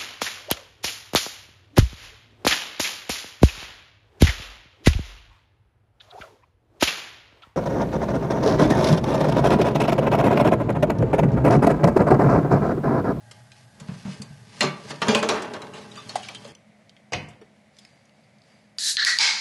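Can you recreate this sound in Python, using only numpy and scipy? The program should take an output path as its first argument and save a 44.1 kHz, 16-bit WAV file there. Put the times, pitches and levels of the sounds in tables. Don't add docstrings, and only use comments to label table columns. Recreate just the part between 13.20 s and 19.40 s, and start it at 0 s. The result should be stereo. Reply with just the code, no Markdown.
import sys
import numpy as np
from scipy import signal
from scipy.fft import rfft, irfft, next_fast_len
from scipy.io import wavfile
from scipy.ndimage import uniform_filter1d

SR = 44100
rng = np.random.default_rng(int(sys.argv[2]) if len(sys.argv) > 2 else 0)


def level_to_linear(level):
    exponent = np.asarray(level, float) / 20
    return 10 ** exponent


def generate_wav(sig):
    pcm = np.round(np.clip(np.atleast_2d(sig).T, -1, 1) * 32767).astype(np.int16)
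    wavfile.write(sys.argv[1], SR, pcm)


N = 273506
T = np.arange(N) / SR
CHANGE_S = 3.322
SHELF_HZ = 147.2


def evened(x):
    return x / np.sqrt(np.mean(x ** 2) + 1e-20)


def read(points, hz):
    f, value = np.transpose(points)
    return np.interp(np.log(hz + 1), np.log(f + 1), value)


def add(mix, start_s, sound):
    part = mix[round(start_s * SR):][:len(sound)]
    part += sound[:len(part)]


def passed(x, order, hz, kind):
    return signal.lfilter(*signal.butter(order, hz, kind, fs=SR), x)


def tuned(x, hz, width_hz):
    return signal.lfilter(*signal.iirpeak(hz, hz / width_hz, SR), x)


def resonate(x, hz, width_hz):
    turn = np.exp(2j * np.pi * np.cumsum(hz * np.ones(len(x))) / SR)
    r = np.exp(-np.pi * width_hz / SR)
    return 2 * (turn * signal.lfilter([1 - r], [1, -r], x / turn + 1e-18)).real


def colour(x, points, modes_db=0):
    size = next_fast_len(len(x), True)
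    hz = np.fft.rfftfreq(size, 1 / SR)
    knots_hz = np.arange(0, SR / 2, 45)
    peaks = np.interp(hz, knots_hz, rng.standard_normal(len(knots_hz)))
    gain = level_to_linear(read(points, hz) + modes_db * peaks)
    return evened(irfft(rfft(x, size) * gain, size)[:len(x)])


def flicker(hz, depth_db):
    return level_to_linear(depth_db * evened(passed(rng.standard_normal(N), 1, hz, "low")))


def envelope(t60, rise, size=12000):
    t = T[:size]
    return level_to_linear(-60 * t / max(t60, .005)) * (1 - np.exp(-t / max(rise, 1e-4)))


def ring(hz, t60, rise, phase=0):
    fade = envelope(t60, rise)
    return np.sin(2 * np.pi * hz * T[:len(fade)] + phase) * fade


def clink(hz, t60):
    fade = envelope(t60, 0.00071)
    rough = evened(tuned(rng.standard_normal(len(fade)), hz, 0.199 * hz + 20))
    return 0.76 * ring(hz, t60, 0.00046) + 0.44 * rough * fade


def click(low_hz, high_hz):
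    pulse = passed(signal.unit_impulse(400), 2, [low_hz, high_hz], "band")
    return pulse / abs(pulse).max()


def burst(points, t60, rise, treble_db=0):
    fade = envelope(t60, rise)
    noise = colour(rng.standard_normal(len(fade)), points, modes_db=4.5)
    dull = passed(noise, 2, 4500, "low")
    bright = passed(noise, 2, 4500, "high")
    return dull * fade + level_to_linear(treble_db) * bright * envelope(0.5 * t60, rise)


# pitch_hz, level_db (per Hz)
FRIDGE = [(15, -79), (25, -26.5), (59, -34.5), (122, -3), (240, -16), (346, -27), (485, -21), (645, -12.5),
          (978, -13.5), (1780, -24), (2310, -32.5), (2630, -15.5), (9890, -17.5), (11600, -17.5),
          (12500, -48)]
ROOM = [(15, -58.5), (25, -31), (64, -17), (113, -2.5), (200, -3.5), (383, -14), (566, -4), (628, -3.5),
        (1080, -16.5), (1480, -16), (1920, -14), (3230, -22), (3680, -22.5), (10400, -33), (12500, -37.5)]
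# pitch_hz, width_hz, level_db
FRIDGE_HUM = [(116.7, 12, -54), (637, 110, -61), (839, 25, -64.5), (1600, 110, -62.5), (1910, 40, -69)]
ROOM_HUM = [(128.8, 15, -70), (209, 7.7, -62.5), (646, 74, -71.5), (2060, 120, -71), (2250, 90, -73)]
# pitch_hz, likeness (0 to 1)
SAME_FLOOR = [(60, 0.96), (170, 1), (500, 0.12), (1460, 0.139), (4240, 0.36), (12300, 0.62)]


def air(points, level_db, hums):
    sides = []
    for _ in range(2):
        side = level_to_linear(level_db) * colour(rng.standard_normal(N), points)
        for hz, width_hz, hum_db in hums:
            side += level_to_linear(hum_db) * evened(tuned(rng.standard_normal(N), hz, width_hz))
        sides.append(side)
    left, other = sides
    size = next_fast_len(N, True)
    same = np.clip(read(SAME_FLOOR, np.fft.rfftfreq(size, 1 / SR)), 0, 1)
    right = irfft(same * rfft(left, size) + np.sqrt(1 - same ** 2) * rfft(other, size), size)[:N]
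    return np.array([left, right]) * flicker(hz=2.7, depth_db=-0.64)


# pitch_hz, level_db, t60_s
CANS = [(377, -14.5, 0.078), (425, -1.5, 0.067), (585.7, -5, 0.27), (827, -4.5, 0.12), (961, -7, 0.24),
        (1067, -11.5, 0.18), (1181, -10.5, 0.43), (1526, -10, .2), (1950, -16, 0.14), (2707, -7, .08),
        (3206, -15.5, 0.26)]
# time_s, level_db
ROLLING = [(0, -90), (.5, -86), (.63, -52), (.86, -64.5), (1.02, -56), (1.15, -77), (1.39, -52.5),
           (1.46, -41.5), (1.62, -50.5), (1.712, -44), (1.8, -56), (1.86, -27), (2.15, -32.5), (2.3, -41),
           (2.8, -51), (3, -50), (3.07, -60), (3.33, -50)]
# peak_s, level_db, swell_s, fade_s (both per 20 dB)
STROKES = [(.17, -66.5, .4, 0.5), (.38, -59, .09, 0.2), (.78, -53.5, 0.33, 1), (.92, -45, 0.15, 0.14),
           (1.395, -46.5, 0.2, 0.1), (1.71, -34.5, 0.057, 0.02), (1.67, -49, 0.28, 0.7),
           (2.001, -32, .22, 0.01), (2.72, -53.5, 0.16, 9), (3, -46.5, 0.47, .5), (3.3, -57, .3, 2.5),
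           (2.575, -48, 0.079, 0.2)]
# pitch_hz, level_db (per Hz)
RUSTLE = [(710, -26.5), (1200, -2), (1350, -17.5), (1520, -3), (4290, -5.5), (4880, -4), (11200, -19),
          (12000, -37.5), (12500, -69.5)]


def rubs():
    roll_db = np.interp(T, *np.transpose(ROLLING))
    shelf_db = -49.5 + 0.44 * (roll_db + 49.5)
    strokes = [level_to_linear(db - 20 * np.maximum((s - T) / swell, (T - s) / fade)) for s, db, swell, fade in STROKES]
    skin = level_to_linear(-72) + np.max(strokes, 0)
    slips = rng.standard_normal((3, N))
    slips[1] *= flicker(hz=150, depth_db=3.5)
    shelf = tuned(slips[0], 152, 25) + 0.22 * tuned(slips[0], SHELF_HZ, 20) + 4.0 * tuned(slips[0], 202, 35)
    shelf = evened(tuned(shelf, 150.0, 140.5))
    roll = sum(level_to_linear(db - 2.7 * hz / 1000) * evened(tuned(slips[1], hz, 16)) for hz, db, _ in CANS)
    roll += 0.65 * evened(tuned(tuned(slips[1], 400, 900), 450, 600))
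    roll = evened(roll * flicker(hz=30, depth_db=1.7))
    held = evened(tuned(slips[2], 3180, 90)) * np.clip((T - 2.8) / 0.194, 0, 1)
    rustle = (colour(slips[2], RUSTLE, modes_db=2.5) + 0.5 * held) * flicker(hz=60.7, depth_db=2.0)
    mix = level_to_linear(shelf_db) * shelf + level_to_linear(roll_db) * roll + skin * evened(rustle)
    return mix * (T < CHANGE_S)


# start_s, crack_db, body_db, t60_s
KNOCKS = [(0.111, -25.5, -40.5, 0.036), (0.317, -30, -72, 0.035), (0.5983, -29, -37, 0.057),
          (.6853, -42, -33.5, 0.11), (0.7384, -35, -41, 0.046), (0.8507, -43, -36, 0.21),
          (0.8779, -40, -50, 0.15), (1.017, -30, -36, 0.053), (1.4066, -3.5, -18, .075),
          (1.4298, -11, -15, 0.077), (1.7058, -21, -22, 0.066), (1.8165, -13.5, -12, 0.077),
          (1.8822, -7, -15, 0.12), (1.9484, -3, -7, 0.036), (2.0282, -14, -12.5, 0.077),
          (2.0874, -8, -13, 0.1), (2.1394, -29, -22, 0.31), (2.2197, -22, -22, 0.043),
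          (2.2424, -40, -21, 0.04), (2.339, -31.5, -21.5, 0.08), (2.4202, -34, -28.5, 0.088),
          (2.535, -35, -36.5, 0.34), (2.712, -37.5, -50.5, 0.16), (2.7548, -30.5, -48, 0.19),
          (2.8923, -24.5, -33, 0.089), (2.9549, -16.5, -32, 0.051), (3.031, -28, -56, 0.15),
          (3.0872, -28.5, -35, 0.094), (3.1467, -21.5, -49, 0.037), (3.245, -30, -38.5, 0.059)]
# pitch_hz, level_db (per Hz)
CRACK = [(470, -70.5), (800, -18), (1070, -11), (1440, -4.5), (2970, 1.5), (3490, 3.5), (6640, 10.5),
         (10800, -18.5), (12500, -64)]


def knocks():
    out = np.zeros(N)
    rise = .0016
    for s, crack_db, body_db, t60 in KNOCKS:
        modes = 0
        for hz, db, own_t60 in CANS:
            a, b, c = rng.standard_normal(3)
            modes += level_to_linear(db + 2.36 * a) * ring(hz * (1 + 0.0167 * b), 0.65 * own_t60, 2.8 * rise, 2 * c)
        rattle = evened(tuned(tuned(rng.standard_normal(len(modes)), 510, 1200), 510, 1200))
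        body = 0.22 * modes + 0.49 * rattle * envelope(1.67 * t60, 2.8 * rise)
        add(out, s, 0.78 * level_to_linear(crack_db) * burst(CRACK, t60, rise, treble_db=-1.5))
        add(out, s + rise, 0.52 * level_to_linear(crack_db) * click(2500, 8000))
        add(out, s, level_to_linear(body_db) * body)
    return out


# start_s, level_db, pitch_hz, t60_s
PINGS = [(.112, -52, 2745, 0.03), (1.02, -31, 4570, 0.026), (1.408, -19, 2770, 0.16),
         (1.438, -18, 377, 0.17), (1.407, -17.5, 1950, .07), (1.424, -17, 587, .13),
         (1.47, -29, 2230, 0.17), (1.44, -23, 250, 0.22), (1.42, -16.5, 978, 0.1),
         (1.43, -26.5, 1167, 0.39), (1.82, -22.5, 1890, 0.088), (1.818, -22, 1165, .06),
         (1.82, -22, 3060, .05), (1.822, -23, 2680, .07), (1.884, -21.5, 1606, 0.14),
         (1.886, -21, 609, .25), (1.886, -22, 2396, 0.12), (1.952, -22.5, 2496, 0.28),
         (1.95, -23.5, 1530, 0.11), (1.955, -20, 1067, .12), (1.95, -24, 420, .1), (2.035, -22.5, 448, .12),
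         (2.09, -21, 3410, .04), (2.1, -19.5, 996, 0.06), (2.12, -24, 1188, .2), (2.11, -21.5, 597, 0.21),
         (2.12, -26.5, 830, .3), (1.884, -16.5, 425, 0.22), (1.948, -6, 2840, 0.034),
         (2.029, -15, 1060, 0.05), (2.1, -26, 2460, 0.063), (2.338, -36, 3990, 0.053),
         (2.421, -37, 3950, 0.055), (2.715, -38.5, 3830, 0.06), (2.77, -37.5, 4710, 0.088),
         (2.775, -37, 1183, 0.22), (2.78, -41.5, 3536, 0.22), (2.893, -28.5, 4380, 0.056),
         (2.956, -17, 745, 0.06), (2.957, -29.5, 2016, 0.067), (3.087, -25, 2350, 0.032),
         (3.148, -30.5, 3170, 0.092), (2.535, -39.5, 2800, 0.085), (3.03, -38, 2900, .06),
         (3.25, -37.5, 564, 0.18), (4.215, -34.5, 425, 0.059)]


def pings():
    out = np.zeros(N)
    for s, db, hz, t60 in PINGS:
        add(out, s, level_to_linear(db) * clink(hz, t60))
    return out


# start_s, level_db, t60_s
SPARKS = [(0.112, -44, 0.047), (.6, -43, 0.045), (1.018, -39, 0.058), (1.948, -28, .04),
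          (2.222, -37.5, .04), (2.885, -47, .08), (2.955, -31.5, 0.057), (3.02, -51, .15),
          (3.147, -42, .04), (3.275, -51, 0.053), (4.085, -53, 0.092), (4.587, -51, 0.049)]
# pitch_hz, level_db (per Hz)
SPARK = [(3500, -41), (5500, -6), (8000, 1), (10500, -9), (11900, -13), (12500, -53.5)]


def sparks():
    out = np.zeros(N)
    for s, db, t60 in SPARKS:
        fade = envelope(t60, 0.0013)
        add(out, s, level_to_linear(db) * colour(rng.standard_normal(len(fade)), SPARK, modes_db=2.0) * fade)
    return out


# start_s, low_db, upper_db, upper_hz, t60_s
THUMPS = [(.615, -28.5, -35, 185, 0.088), (.689, -27, -19, 172.2, .12), (.716, -30, -25, 178, .1),
          (.852, -25, -20, 193, .09), (.878, -27, -23, 190, .2), (.999, -27.5, -25, 196.7, 0.11),
          (1.107, -29.5, -39, 182, 0.13), (1.41, -38.5, -23.5, 214, 0.17), (1.434, -23.5, -26, 183, 0.32),
          (1.707, -35.5, -42.5, 171, 0.32), (1.821, -38, -26, 180, .16), (1.885, -18.5, -8.5, 215, 0.1),
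          (1.952, -30, -16, 220.4, .22), (2.088, -40, -31, 210, 0.16)]


def thumps():
    out = np.zeros(N)
    for s, low_db, upper_db, hz, t60 in THUMPS:
        buzz = sum(ring(k * hz, 0.27 * t60, 0.0037) / (k - 1) for k in range(2, 6))
        upper = ring(hz, t60, 0.0049) + level_to_linear(-21.5) * buzz
        low = ring(SHELF_HZ, 0.86 * t60, 0.0029)
        add(out, s, 1.12 * (level_to_linear(low_db) * low + level_to_linear(upper_db) * upper))
    return out


# start_s, level_db, low_hz, high_hz
TAPS = [(.686, -34, 500, 3000), (.851, -34, 500, 3000), (1.019, -30, 2500, 10000), (2.0283, -14, 700, 4000),
        (2.0897, -13, 1500, 6000), (2.0922, -11, 1500, 6000), (2.3369, -24, 900, 6000),
        (2.366, -28, 500, 3000), (2.4192, -25, 900, 6000), (2.47, -32, 500, 4000),
        (3.0862, -25, 1500, 7000)]


def taps():
    out = np.zeros(N)
    for s, db, low_hz, high_hz in TAPS:
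        rattle = .12 * rng.standard_normal(2000) * envelope(.035, .001, size=2000)
        add(out, s, level_to_linear(db) * np.convolve(click(low_hz, high_hz), signal.unit_impulse(2000) + rattle))
    return out


# start_s, level_db, ring_hz, second_hz, t60_s
TICKS = [(3.351, -34, 3080, 6100, 0.032), (3.695, -36, 3140, 4660, 0.032),
         (3.766, -41.5, 2120, 3300, 0.055), (4.568, -43, 3600, 5900, 0.0284),
         (4.587, -36, 3400, 5160, 0.061), (4.6502, -34.5, 2190, 5140, 0.045), (4.855, -49, 5200, 6600, .03),
         (4.8943, -50.5, 3000, 4500, 0.037), (5.185, -49, 3800, 4900, .03),
         (5.219, -45.5, 3900, 4600, 0.0226), (5.2375, -52, 1907, 4800, 0.037)]
# time_s, level_db
FINGERS = [(4.5, -82), (4.58, -63), (4.7, -66.5), (4.9, -80), (5.04, -72), (5.12, -79), (5.19, -78),
           (5.28, -66), (5.45, -72.5), (5.58, -99)]


def ticks():
    out = np.zeros(N)
    for s, db, low_hz, high_hz, t60 in TICKS:
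        notes = .4 * clink(low_hz, .8 * t60) + .4 * clink(high_hz, .7 * t60)
        add(out, s, level_to_linear(db) * (notes + .2 * burst(CRACK, t60, .0003, treble_db=-6)))
        add(out, s, level_to_linear(db) * click(low_hz, 1.15 * high_hz))
    noise = rng.standard_normal(N)
    skin = .5 * evened(tuned(noise, 4700, 200)) + colour(noise, RUSTLE)
    skin += .45 * evened(tuned(noise, 1900, 120)) * (T > 5.15)
    slide_db = np.interp(T, *np.transpose(FINGERS), -120, -120)
    return out + level_to_linear(slide_db) * skin * flicker(hz=40, depth_db=1.5)


# start_s, slap_db, panel_db, slap_t60_s, panel_t60_s
DOOR = [
    (3.9216, -20.5, -31, 0.1, 0.26),
    (3.9327, -12, -23, 0.084, 0.52),
    (4.085, -42, -39, 0.16, 0.39),
    (4.213, -47, -51, 0.1, 0.28),
]
# pitch_hz, width_hz, level_db
PANEL = [(40, 30, -6), (90.5, 22, -6), (126, 27, 4.5), (180, 40, -4.5), (300, 48, -20), (483, 47, -13.5),
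         (740, 130, -23.5)]
# pitch_hz, level_db (per Hz)
SLAP = [(180, -15), (300, -6.5), (802, 0), (1300, -7.5), (1920, -2), (4900, 0.5), (9590, -32), (11700, -49),
        (12500, -84)]
# start_s, level_db, pitch_hz, t60_s
THUD = [(3.935, -25, 128, .25), (3.95, -30, 95, 0.28), (3.99, -33, 150, 0.33), (3.922, -24.5, 500, 0.054),
        (3.94, -24, 720, 0.054), (3.942, -29, 510, 0.079), (3.935, -26, 2100, 0.05)]


def door():
    out = np.zeros(N)
    rise = 0.00052
    for s, slap_db, panel_db, t60, boom_s in DOOR:
        fade = envelope(boom_s, 3 * rise, size=24000)
        shake = rng.standard_normal(len(fade))
        panel = evened(sum(level_to_linear(db) * evened(tuned(shake, hz, width_hz)) for hz, width_hz, db in PANEL))
        add(out, s, 0.68 * level_to_linear(slap_db) * burst(SLAP, t60, rise, treble_db=4.0))
        add(out, s, 0.29 * level_to_linear(panel_db) * panel * fade)
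    for s, db, hz, t60 in THUD:
        add(out, s, level_to_linear(db) * ring(hz, t60, 0.0016))
    return out


# start_s, level_db, ring_hz, t60_s, top_hz (of the click)
SNAPS = [
    (5.5848, -12, 4750, .018, 9000),
    (5.7692, -4.5, 4200, .012, 5000),
    (5.8487, -1, 4600, .009, 11000),
    (5.9870, 0, 4700, .011, 9000),
]


def snaps():
    out = np.zeros(N)
    for s, db, hz, t60, top_hz in SNAPS:
        partials = [(1, .7), (.85, .25), (1.12, .3), (1.45, .15)]
        notes = sum(gain * ring(ratio * hz, t60, .0003) for ratio, gain in partials)
        crack = burst(CRACK, t60, .0003, treble_db=top_hz / 700 - 12)
        add(out, s, level_to_linear(db) * (notes + .2 * top_hz / 9000 * crack))
        add(out, s, .45 * level_to_linear(db) * click(2200, top_hz))
    return out


# start_s, build_s, drain_s (to -20 dB)
BURSTS = [
    (5.588, .1, .068),
    (5.772, .02, .13),
    (5.852, .018, .115),
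    (5.99, .02, .2),
]
# jet_db, low_whistle_db
FLOWS = [(-22.5, -40), (-22.5, -28.5), (-19.5, -29.5), (-19.5, -26)]
# pitch_hz, level_db (per Hz)
JETS = [
    [(300, -66), (1570, -25), (1710, -22.5), (3170, -13.5), (3990, 0), (9500, -8.5), (11900, -15),
     (12500, -54.5)],
    [(300, -66), (989, -32.5), (1730, -1.5), (2450, -25), (4160, -1.5), (5300, -17), (8500, -33),
     (12500, -72)],
    [(300, -52), (1260, -16.5), (1890, -0.5), (2820, -19), (4470, -7), (10900, -25.5), (11700, -33),
     (12500, -80)],
    [(300, -30), (882, -18), (2180, -4), (2860, -9.5), (4800, 0), (9440, -21.5), (11400, -36.5),
     (12500, -75)],
]
# low_start_hz, low_end_hz, upper_start_hz, upper_end_hz, upper_db (re jet)
WHISTLES = [(1787, 1690, 4050, 3950, -10.5), (1743, 1800, 4020, 4420, -7.5), (1970, 1790, 4600, 4250, -8),
            (2195, 2220, 3980, 4150, -9)]
# pitch_hz, width_hz; then the share taken away in each burst
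SHADOWS = [(8700, 500), (10600, 1100)]
SHADOW_DEPTHS = [0.11, .95, 0.36, .9]
# pitch_hz, width_hz, level_db (re last jet)
HOLLOW = (890, 56, -17)


def gas():
    out = np.zeros(N)
    last_s = 6.21
    ends = [row[0] - .006 for row in BURSTS[1:]] + [last_s]
    rows = zip(BURSTS, FLOWS, ends, JETS, WHISTLES, SHADOW_DEPTHS)
    for (s, build, drain), (jet_db, low_db), end, jet, (*hz, upper_db), depth in rows:
        t = T[:round((end - s) * SR)]
        rising = level_to_linear(-9 * (1 - t / build))
        drained = (t - build) / drain
        falling = level_to_linear(-20 * drained ** 2) + level_to_linear(-19) * drained
        flow = np.where(t < build, rising, falling)
        low_hz, high_hz = np.linspace(hz[::2], hz[1::2], len(t)).T
        noise = rng.standard_normal((4, len(t)))
        sound = colour(noise[0], jet, modes_db=2.0)
        sound = sound + level_to_linear(upper_db) * evened(resonate(noise[2], high_hz, 150))
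        for shadow in SHADOWS:
            sound = sound - depth * tuned(sound, *shadow)
        if end == last_s:
            hollow_hz, width_hz, hollow_db = HOLLOW
            sound += level_to_linear(hollow_db) * evened(tuned(noise[3], hollow_hz, width_hz))
        low = evened(resonate(resonate(noise[1], low_hz, 160), low_hz, 450))
        ease = signal.windows.tukey(len(t), .03)
        add(out, s, flow * (level_to_linear(jet_db) * sound + level_to_linear(low_db) * low) * ease)
    return out * flicker(hz=83.3, depth_db=.7)


# pitch_hz, t60_s
TAIL = [(100, 0.348), (500, 0.45), (2000, 0.46), (6000, 0.25), (12000, 0.099)]


def echoes(x):
    hits = np.zeros((2, SR // 2))
    grid = np.arange(200, SR // 2 - 20, 20)
    at = grid + rng.integers(0, 20, (2, len(grid)))
    np.put_along_axis(hits, at, rng.choice([-1., 1.], at.shape), 1)
    hz, t, z = signal.stft(hits, SR, nperseg=256)
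    tail = signal.istft(z * level_to_linear(-60 * t / read(TAIL, hz)[:, None]), SR, nperseg=256)[1]
    return signal.fftconvolve(x[None], tail / np.linalg.norm(tail[0]), axes=1)[:, :N]


# pitch_hz, level_db (side minus mid)
WIDTH = [(60, -43.5), (170, -40), (500, -24), (1460, -17), (4240, -10), (12300, -18)]
# time_s, level_db (left minus right)
PAN = [(0.0, -3.5), (1.2, -2), (3.2, -3), (3.6, -0.5), (4.4, 0), (5.3, 1), (5.6, 0), (6.2, -1.2)]


def scene():
    light = rubs() + pings() + sparks() + taps() + ticks() + snaps() + gas()
    heavy = knocks() + thumps() + door()
    wet = echoes(level_to_linear(-9.5) * heavy + level_to_linear(-16.5) * light)
    mid = heavy + light + wet[0]
    paths = rng.standard_normal(1200) * envelope(.03, .0003, size=1200)
    other = signal.oaconvolve(heavy + light, paths / np.linalg.norm(paths))[:N] + wet[1]
    size = next_fast_len(N, True)
    side = irfft(rfft(other, size) * level_to_linear(read(WIDTH, np.fft.rfftfreq(size, 1 / SR))), size)[:N]
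    side += level_to_linear(-11.5) * passed(gas(), 2, [2500, 7500], "band")
    lean = np.tanh(np.interp(T, *np.transpose(PAN)) * np.log(10) / 40)
    side += lean * passed(mid, 1, 400, "high")
    fridge_air = air(FRIDGE, -63.5, FRIDGE_HUM)
    room_air = air(ROOM, -58.5, ROOM_HUM) * level_to_linear([[-0.75], [0.75]])
    return np.array([mid + side, mid - side]) + np.where(T < CHANGE_S, fridge_air, room_air)


def gate(x):
    hz, _, z = signal.stft(x, SR, nperseg=1024)
    band = uniform_filter1d(uniform_filter1d((abs(z) ** 2).mean(0), 8, 0), 3, 1)
    around = uniform_filter1d(band, 36, 0)
    weak = band < around * np.interp(hz, [2500, 3500, 8000], [0, .42, .66])[:, None]
    quiet = around < 30 * np.median(around, 1)[:, None]
    weak &= quiet | (hz > 7500)[:, None]
    return signal.istft(z * np.where(weak, .15, 1), SR, nperseg=1024)[1][:, :N]


def low_pass(x):
    return signal.sosfilt(signal.butter(12, 12900, fs=SR, output="sos"), x)


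def record(dry):
    thin = signal.sosfilt(signal.butter(2, 60, "high", fs=SR, output="sos"), dry)
    thin = signal.oaconvolve(thin, signal.firwin(63, 11900, fs=SR)[None], "same")
    return low_pass(gate(thin))


dry = scene()
out = record(dry)
generate_wav(out)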